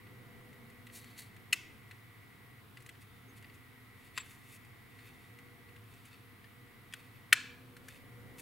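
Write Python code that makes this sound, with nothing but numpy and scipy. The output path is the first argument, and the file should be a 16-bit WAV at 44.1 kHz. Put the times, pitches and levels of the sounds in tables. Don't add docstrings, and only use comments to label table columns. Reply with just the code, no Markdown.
import sys
import numpy as np
from scipy import signal
from scipy.fft import rfft, irfft, next_fast_len
from scipy.io import wavfile
from scipy.ndimage import uniform_filter1d, map_coordinates

SR = 44100
rng = np.random.default_rng(int(sys.argv[2]) if len(sys.argv) > 2 else 0)


def unload_wav(signal):
    wavfile.write(
        sys.argv[1],
        SR,
        np.round(np.clip(np.atleast_2d(signal).T, -1, 1) * 32767).astype(np.int16),
    )


def linear_from_db(decibels):
    return 10 ** (np.asarray(decibels, float) / 20)


N = 370881
TIME_S = np.arange(N) / SR

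# f/Hz, density/dB per Hz
SPREAD = [
    [(590, -46), (1000, -16), (1230, -13), (1300, -22), (1490, -8), (1780, -25), (1950, 1.5), (2650, -3),
     (3200, -4.5), (3810, -11), (5350, -9), (15000, -19)],
    [(500, -40), (900, -4), (2000, -1), (3700, -4), (5000, -16), (9000, -22), (15000, -20)],
    [(900, -28), (2600, 2), (4500, -9), (15000, -20)],
    [(470, -66), (800, -43), (998, -17), (1130, -14), (1290, -16), (1820, 0), (1980, -9.5), (2350, -3.5),
     (3010, -12.5), (4290, -10.5), (4850, -15.5), (8330, -16), (15000, -42)],
]


def unit(x):
    return x / np.sqrt(np.mean(x ** 2) + 1e-20)


def along(points, hz):
    f, v = np.transpose(points)
    return np.interp(np.log(hz + 1), np.log(f + 1), v)


def wobble(rate_hz):
    knots = rng.standard_normal(int(N * rate_hz / SR) + 4)
    return map_coordinates(knots, [np.arange(N) * rate_hz / SR])


def filtered(x, response):
    size = x.shape[-1]
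    m = next_fast_len(size + 2048)
    return irfft(rfft(x, m) * response(np.fft.rfftfreq(m, 1 / SR)), m)[..., :size]


def coloured(spectrum, size=N):
    return unit(filtered(rng.standard_normal(size), lambda hz: linear_from_db(along(spectrum, hz))))


def wide(spectrum):
    # f/Hz, left-right correlation
    alike = [(30, .2), (60, 0.9), (110, 0.82), (290, 0.33), (640, 0.88), (1400, 0.22), (3100, 0.42),
             (5000, 0.24), (6900, 0.79), (9600, 0.72), (15000, 0.21)]

    def mid_side(hz):
        turn = np.arccos(np.clip(along(alike, hz), -1, 1)) / 2
        return linear_from_db(along(spectrum, hz)) * [np.cos(turn), np.sin(turn)]

    mid, side = filtered(rng.standard_normal((2, N)), mid_side)
    return unit(np.array([mid + side, mid - side]))


def add(track, s, sound, pan_db):
    part = track[:, max(round(s * SR), 0):][:, :len(sound)]
    part += linear_from_db([[pan_db / 2], [-pan_db / 2]]) * sound[:part.shape[1]]


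def hiss():
    # f/Hz, density/dB per Hz
    hiss_spectrum = [(470, -51), (800, -14), (1100, -5), (1400, -6.5), (1700, -9), (2400, -9.5),
                     (3700, -14), (4700, -19.5), (6500, -28), (8000, -24.5), (11800, -18), (15600, -19.5)]
    return linear_from_db(-67 + 4.0) * wide(hiss_spectrum)


def whine():
    return linear_from_db(-83) * np.sin(2 * np.pi * 15704 * TIME_S)


def air_swell_db():
    # t/s, level/dB
    air = [(0.0, -62), (0.33, -59.5), (0.91, -62), (1.19, -61.5), (1.73, -60), (1.99, -63.5), (2.81, -61.5),
           (3.09, -62.5), (3.49, -61), (3.63, -63.5), (5.32, -61.5), (5.72, -62), (6.21, -64),
           (6.32, -63.5), (7.94, -60.5), (8.41, -55.5)]
    s, db = np.transpose(air)
    return np.interp(TIME_S, s, db) - np.mean(db)


def hum(swell_db):
    # f/Hz, density/dB per Hz
    hum_spectrum = [(25, -20.5), (60, -16.5), (82, -13), (100, -3), (120, -1.5), (145, -13.5), (180, -46)]
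    level_db = -59.5 + 0.69 * swell_db - 0.5 * wobble(2.08)
    return linear_from_db(level_db) * wide(hum_spectrum)


def drone(swell_db):
    # f/Hz, density/dB per Hz
    drone_spectrum = [(88, -44), (150, -6.5), (221, -4), (252, -3), (338, -9.5), (406, -9.5), (445, -12),
                      (482, -7.5), (518, -18), (648, -22), (710, -12.5), (778, -19.5), (1700, -21),
                      (2210, -36), (3740, -120)]
    settle_s = 1
    early_db = 2 * np.exp(-(TIME_S / settle_s) ** 2)
    return linear_from_db(-62.5 + early_db + 0.84 * swell_db) * wide(drone_spectrum)


def far_tones():
    # start/s, end/s, f/Hz, level/dB
    tones = [(.2, 1.35, 238, -66.5), (0, 0.9, 400, -76), (0, 1.1, 499, -72), (.1, 1.1, 680, -79),
             (1.8, 8, 689, -86.5), (3, 7.2, 256, -72), (4.8, 7.2, 480, -75), (7.25, 8.15, 255, -64.5),
             (7.3, 8.7, 485, -71), (7.5, 9, 552, -76), (2.9, 4.04, 1325, -80), (5.7, 6.3, 1330, -79),
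             (2.95, 3.4, 3600, -77), (8.1, 8.7, 256, -65)]
    out = np.zeros((2, N))
    sway = wobble(6.5)
    for start, end, hz, db in tones:
        t = np.arange(min(round((end - start) * SR), N)) / SR
        waver, swell = (np.roll(sway, rng.integers(N))[:len(t)] for _ in range(2))
        rise_s = t + 0.079 * (start == 0)
        fade = np.clip(np.minimum(rise_s, end - start - t) / 0.2, 0, 1)
        tone = np.sin(2 * np.pi * hz * t + 1.32 * waver)
        add(out, start, linear_from_db(db + 2.5 + 2.3 * swell) * fade * tone, pan_db=rng.uniform(-2.3, 4.3))
    return out


def buzz_level_db():
    # deepest/s, depth/dB, fall/s, recovery/s
    cut_outs = [
        (.85, 10, .03, .03),
        (2.64, 20, 0.021, 0.26),
        (5.8, 7, 0.025, 0.54),
        (7.6, 30, .28, 0.13),
    ]
    level_db = np.full(N, -64.5)
    for s, depth_db, fall_s, back_s in cut_outs:
        fall = np.clip(1 - (s - TIME_S) / fall_s, 0, 1)
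        recovery = np.exp(-np.maximum(TIME_S - s, 0) / back_s)
        level_db -= depth_db * fall * recovery
    return level_db


def motor():
    # f/Hz, level/dB
    orders_db = [(1890, -6), (1949, 0), (2008, -1), (2067, -8), (2126, -5), (2186, -6), (2245, -5),
                 (2369, -10)]
    # f/Hz, density/dB per Hz
    casing = [(1600, -24.5), (1880, 1.5), (1970, 0.5), (2250, -2.5), (2400, -18), (2700, -32)]
    t = TIME_S + .00003 * wobble(4)
    orders = sum(linear_from_db(db) * np.exp(2j * np.pi * (hz * t + rng.random())) for hz, db in orders_db)
    orders = np.array([orders.real, (orders * np.exp(.9j)).real])
    return linear_from_db(buzz_level_db()) * unit(1.47 * unit(orders) + wide(casing))


def background():
    swell_db = air_swell_db()
    return hiss() + whine() + hum(swell_db) + drone(swell_db) + far_tones() + motor()


def room(x, wet_db):
    # f/Hz, t60/s
    decay = [(500, 0.38), (2000, 0.69), (5000, 0.49), (12000, 0.29)]
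    size = SR // 2
    hz, t, z = signal.stft(rng.standard_normal((5, 2, size)), SR, nperseg=256)
    z = z * linear_from_db(-60 * t / along(decay, hz)[:, None])
    tails = signal.istft(z, SR, nperseg=256)[1][..., :size]
    tails = tails + .5 * tails[:, ::-1]
    tails = tails * np.clip(np.arange(size) / SR / 0.026 - .35, 0, 1)
    turn = np.arange(N) // (SR // 4) % len(tails)
    wet = np.zeros((2, N))
    for k, tail in enumerate(tails):
        part = (x * (turn == k))[None]
        wet += signal.fftconvolve(part, tail / np.linalg.norm(tail[0]), axes=1)[:, :N]
    return linear_from_db(wet_db) * wet


def rubs():
    # strongest/s, skin hiss/dB, rise/s, fall/s, shell modes over skin/dB
    strokes = [(0.948, -50.5, 0.028, 0.074, -6.5), (1.06, -75.5, 0.17, 0.33, 9.5),
               (1.189, -51, .018, 0.058, -3), (1.214, -66.5, 0.041, 0.04, -10.5),
               (3.02, -64, .035, .03, -2.5), (3.382, -60, 0.029, 0.014, -1), (3.544, -69, .022, .04, 0),
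               (4.056, -68.5, 0.14, .08, 1.5), (4.168, -65, 0.027, 0.013, 11),
               (4.203, -66.5, 0.014, 0.029, 16), (4.307, -59.5, 0.1, 0.094, -2.5),
               (4.484, -72, .09, 0.27, 3), (4.562, -62, 0.17, 0.017, -9), (5.05, -69, 0.23, 0.17, 4.5),
               (5.208, -77, .045, 0.25, 4), (5.93, -72.5, 0.17, .2, 1.5), (6.056, -69, .03, 0.051, -3),
               (6.138, -73.5, 0.089, 0.1, 10), (6.98, -69.5, 0.13, 0.13, 5.5),
               (7.165, -75, 0.038, 0.032, 8), (7.905, -77.5, .012, 0.085, 11), (7.955, -67, 0.26, .07, -.6),
               (8.396, -54.5, 0.027, .04, -3.5)]
    # f/Hz, density/dB per Hz
    skin_hiss = [(4000, -17), (5500, -8.5), (8000, -5), (11000, -4), (13500, -12.5)]
    fine_hiss = [(10000, -44), (12000, -1), (16000, -7)]
    # f/Hz, density/dB per Hz
    low_mode = [(1200, -31), (1900, -3), (2450, -4), (2620, 3.5), (2800, -7), (3400, -13.5), (4000, -38)]
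    high_mode = [(3000, -42), (3600, 1), (4000, -19.5), (4300, -6), (4600, -10.5), (5600, -22), (7000, -41)]
    # f/Hz, density/dB per Hz
    open_mode = [(1500, -27), (1950, -2.5), (2300, -7), (3500, -12), (3900, -3), (4080, -10), (4300, -1),
                 (5000, -20.5)]
    span_db = 20
    hold = 0.13
    closed_s = 1.3

    skin, hollow = np.zeros((2, N))
    for s, db, rise_s, fall_s, shell_db in strokes:
        before = (s - TIME_S) / rise_s
        after = np.maximum((TIME_S - s) / fall_s - hold, 0)
        stroke = linear_from_db(db - span_db * np.maximum(before, after))
        skin = skin + stroke
        hollow = hollow + linear_from_db(shell_db) * stroke
    shut = hollow * np.where(TIME_S < closed_s, .3, 1)
    layers = [(skin, skin_hiss), (linear_from_db(-9) * skin, fine_hiss),
              (shut, low_mode), (linear_from_db(-4.5) * shut, high_mode),
              (linear_from_db(5) * (hollow - shut), open_mode)]
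    grain = linear_from_db(2.8 * wobble(1200) + 2.2 * wobble(60))
    rub = sum(level * unit(grain * coloured(colour)) for level, colour in layers)
    return rub * linear_from_db([[.6], [-.6]])


def squeaks():
    # t/s, length/s, f/Hz, level/dB
    chirps = [
        (3.298, .03, 6400, -69),
        (4.182, 0.031, 7550, -49),
        (4.208, 0.022, 7620, -47),
        (5.067, .05, 11800, -68),
        (7.165, .03, 11800, -68),
    ]
    out = np.zeros((2, N))
    for s, length_s, hz, db in chirps:
        t = np.arange(-length_s * SR, length_s * SR) / SR
        waver = uniform_filter1d(rng.standard_normal(SR // 4), size=60)[:len(t)]
        phase = 2 * np.pi * np.cumsum(hz * (1 + 0.12 * waver)) / SR
        swell = np.exp(-(2 * t / length_s) ** 2)
        add(out, s - length_s, linear_from_db(db) * swell * np.sin(phase), pan_db=1)
    return out


def slip(shell, bright_db, dull_db, damping):
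    # f/Hz, density/dB per Hz
    crack = [(200, -38), (900, -20), (1500, -4.5), (2500, -1.5), (4200, -10.5), (6000, -40)]
    edge = [(4000, -20.5), (5500, -5), (8000, -2), (11000, -4), (15500, -15)]
    t = np.arange(SR // 25) / SR
    ring = np.zeros(len(t))
    for k, (hz, width_hz, db) in enumerate(shell):
        mode = np.sin(2 * np.pi * hz * t + 0.22 * k * k)
        ring += (-1) ** k * linear_from_db(db - damping * width_hz * t) * mode
    dull = linear_from_db(dull_db - 60 * t / 0.046) * coloured(crack, size=len(t))
    bright = 0.65 * linear_from_db(bright_db - 60 * t / 0.028) * coloured(edge, size=len(t))
    onset = 1 - np.exp(-t / 0.00046)
    return (ring / np.max(np.abs(ring)) + dull + bright) * onset


def room_blow(blow, colour):
    return filtered(blow, lambda hz: linear_from_db(along(colour, hz)))


def ticks():
    # t/s, peak/dB, brightness/dB, shell pitch f/Hz
    small_slips = [(0.0692, -49, -22, 1950), (0.53, -50.5, -9, 2090), (0.7007, -52.5, -3, 2000),
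                   (0.869, -41, -10.5, 1950), (0.8994, -46.5, -21, 1950), (1.044, -47, -4, 2120),
                   (1.18, -44, -23, 4340), (1.365, -46.5, -9, 1950), (1.9119, -38, -13, 1950),
                   (2.2308, -65, -27, 1940), (2.772, -40, -13, 1990), (2.805, -49, -6, 2010),
                   (2.823, -53, -1, 1970), (2.8634, -44, -4, 1900), (2.892, -37.5, -8, 2020),
                   (2.954, -52, -20, 2350), (3.4261, -47.5, -9, 2110), (3.4449, -42.5, -24, 2000),
                   (3.4984, -48.5, -19, 2050), (4.6494, -51.5, -6, 1960), (4.9896, -46.5, -11, 2090),
                   (5.388, -45, -9.5, 2000), (5.6888, -49, -18, 1960), (5.7632, -46, -13, 1970),
                   (5.9383, -53, -3, 1900), (6.0546, -49.5, -1.5, 2180), (6.4433, -45, -18, 1800),
                   (7.7673, -41.5, -8.5, 1450), (7.8846, -37.5, -4, 1720), (7.9344, -53, -20, 1840)]
    near, blow = np.zeros((2, N)), np.zeros(N)
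    for s, db, bright_db, hz in small_slips:
        shell = [(hz, 110, 0),
                 (hz * rng.uniform(1.3, 1.36), 200, -3),
                 (rng.uniform(3660, 4870), 200, -7)]
        for late_s, step_db in [(-.003, -14), (-.0005, -0.5), (.004, -8.5)]:
            click = slip(shell, bright_db, dull_db=-12.0, damping=24)
            add(near, s + late_s, linear_from_db(db + step_db) * click, pan_db=2.5)
        blow[round(s * SR)] = linear_from_db(db + 29.5)
    return near, room_blow(blow, SPREAD[-1])


def snaps():
    # brightness/dB, dull crack/dB, room send/dB
    mixes = [
        (-10, -17.5, -17.5),
        (-13.5, -11, -27),
        (-8.5, -11.5, -40),
        (-13, -19, -5.5),
    ]
    # f/Hz, width/Hz, level/dB
    shells = [
        [(2000, 120, -5.5), (2475, 180, -5), (2674, 48, -5), (2960, 130, -4.5), (4300, 260, -4.5),
         (5230, 120, -17), (6680, 110, -22)],
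        [(447, 63, -21), (1044, 62, -10), (1270, 110, -2.5), (1950, 130, 3), (2600, 110, 6), (2960, 120, -19),
         (3500, 230, 3), (4660, 140, 1.5), (4950, 120, -5)],
        [(1870, 75, -1), (2570, 190, 2), (3320, 160, 2), (4930, 140, -9), (5300, 150, -18), (6230, 110, -31)],
        [(336, 85, -35.5), (685, 120, -36), (1460, 150, -6.5), (1816, 105, 0.5), (2266, 130, -1.5),
         (2630, 110, -5), (3080, 140, -3.5), (3490, 120, -8.5), (4260, 145, -9), (5050, 79, -17),
         (1286, 130, -15)],
    ]
    # t/s, level/dB
    slips = [
        [(1.5262, -20.5), (1.5293, -11.5), (1.5362, -22.5)],
        [(4.1745, -43), (4.1764, -21), (4.1812, -26)],
        [(6.9255, -42), (6.9366, -30.5), (6.9395, -38)],
        [(7.3252, -18), (7.3278, -1), (7.3325, -15)],
    ]
    near, far = np.zeros((2, N)), np.zeros(N)
    for steps, (bright_db, dull_db, room_db), shell, colour in zip(slips, mixes, shells, SPREAD):
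        for s, db in steps:
            add(near, s, linear_from_db(db) * slip(shell, bright_db, dull_db, damping=18.4), pan_db=2.1)
        blow = np.zeros(N)
        blow[round(steps[1][0] * SR)] = linear_from_db(room_db + 26.5)
        far += room_blow(blow, colour)
    return near, far


def scene():
    behind = background()
    touch = rubs() + squeaks()
    tick_near, tick_far = ticks()
    snap_near, snap_far = snaps()
    near = tick_near + snap_near
    feed = tick_far + snap_far + .55 * touch.mean(axis=0) + 0.2 * near.mean(axis=0)
    return near + touch + room(feed, wet_db=-17) + behind


def low_pass(x):
    return signal.sosfilt(signal.butter(12, 16450, fs=SR, output="sos"), x)


def record(dry):
    top_hz = 16000
    mix = filtered(dry, lambda hz: 1 / (1 + (hz / top_hz) ** 120))
    return low_pass(mix)


dry = scene()
out = record(dry)
unload_wav(out)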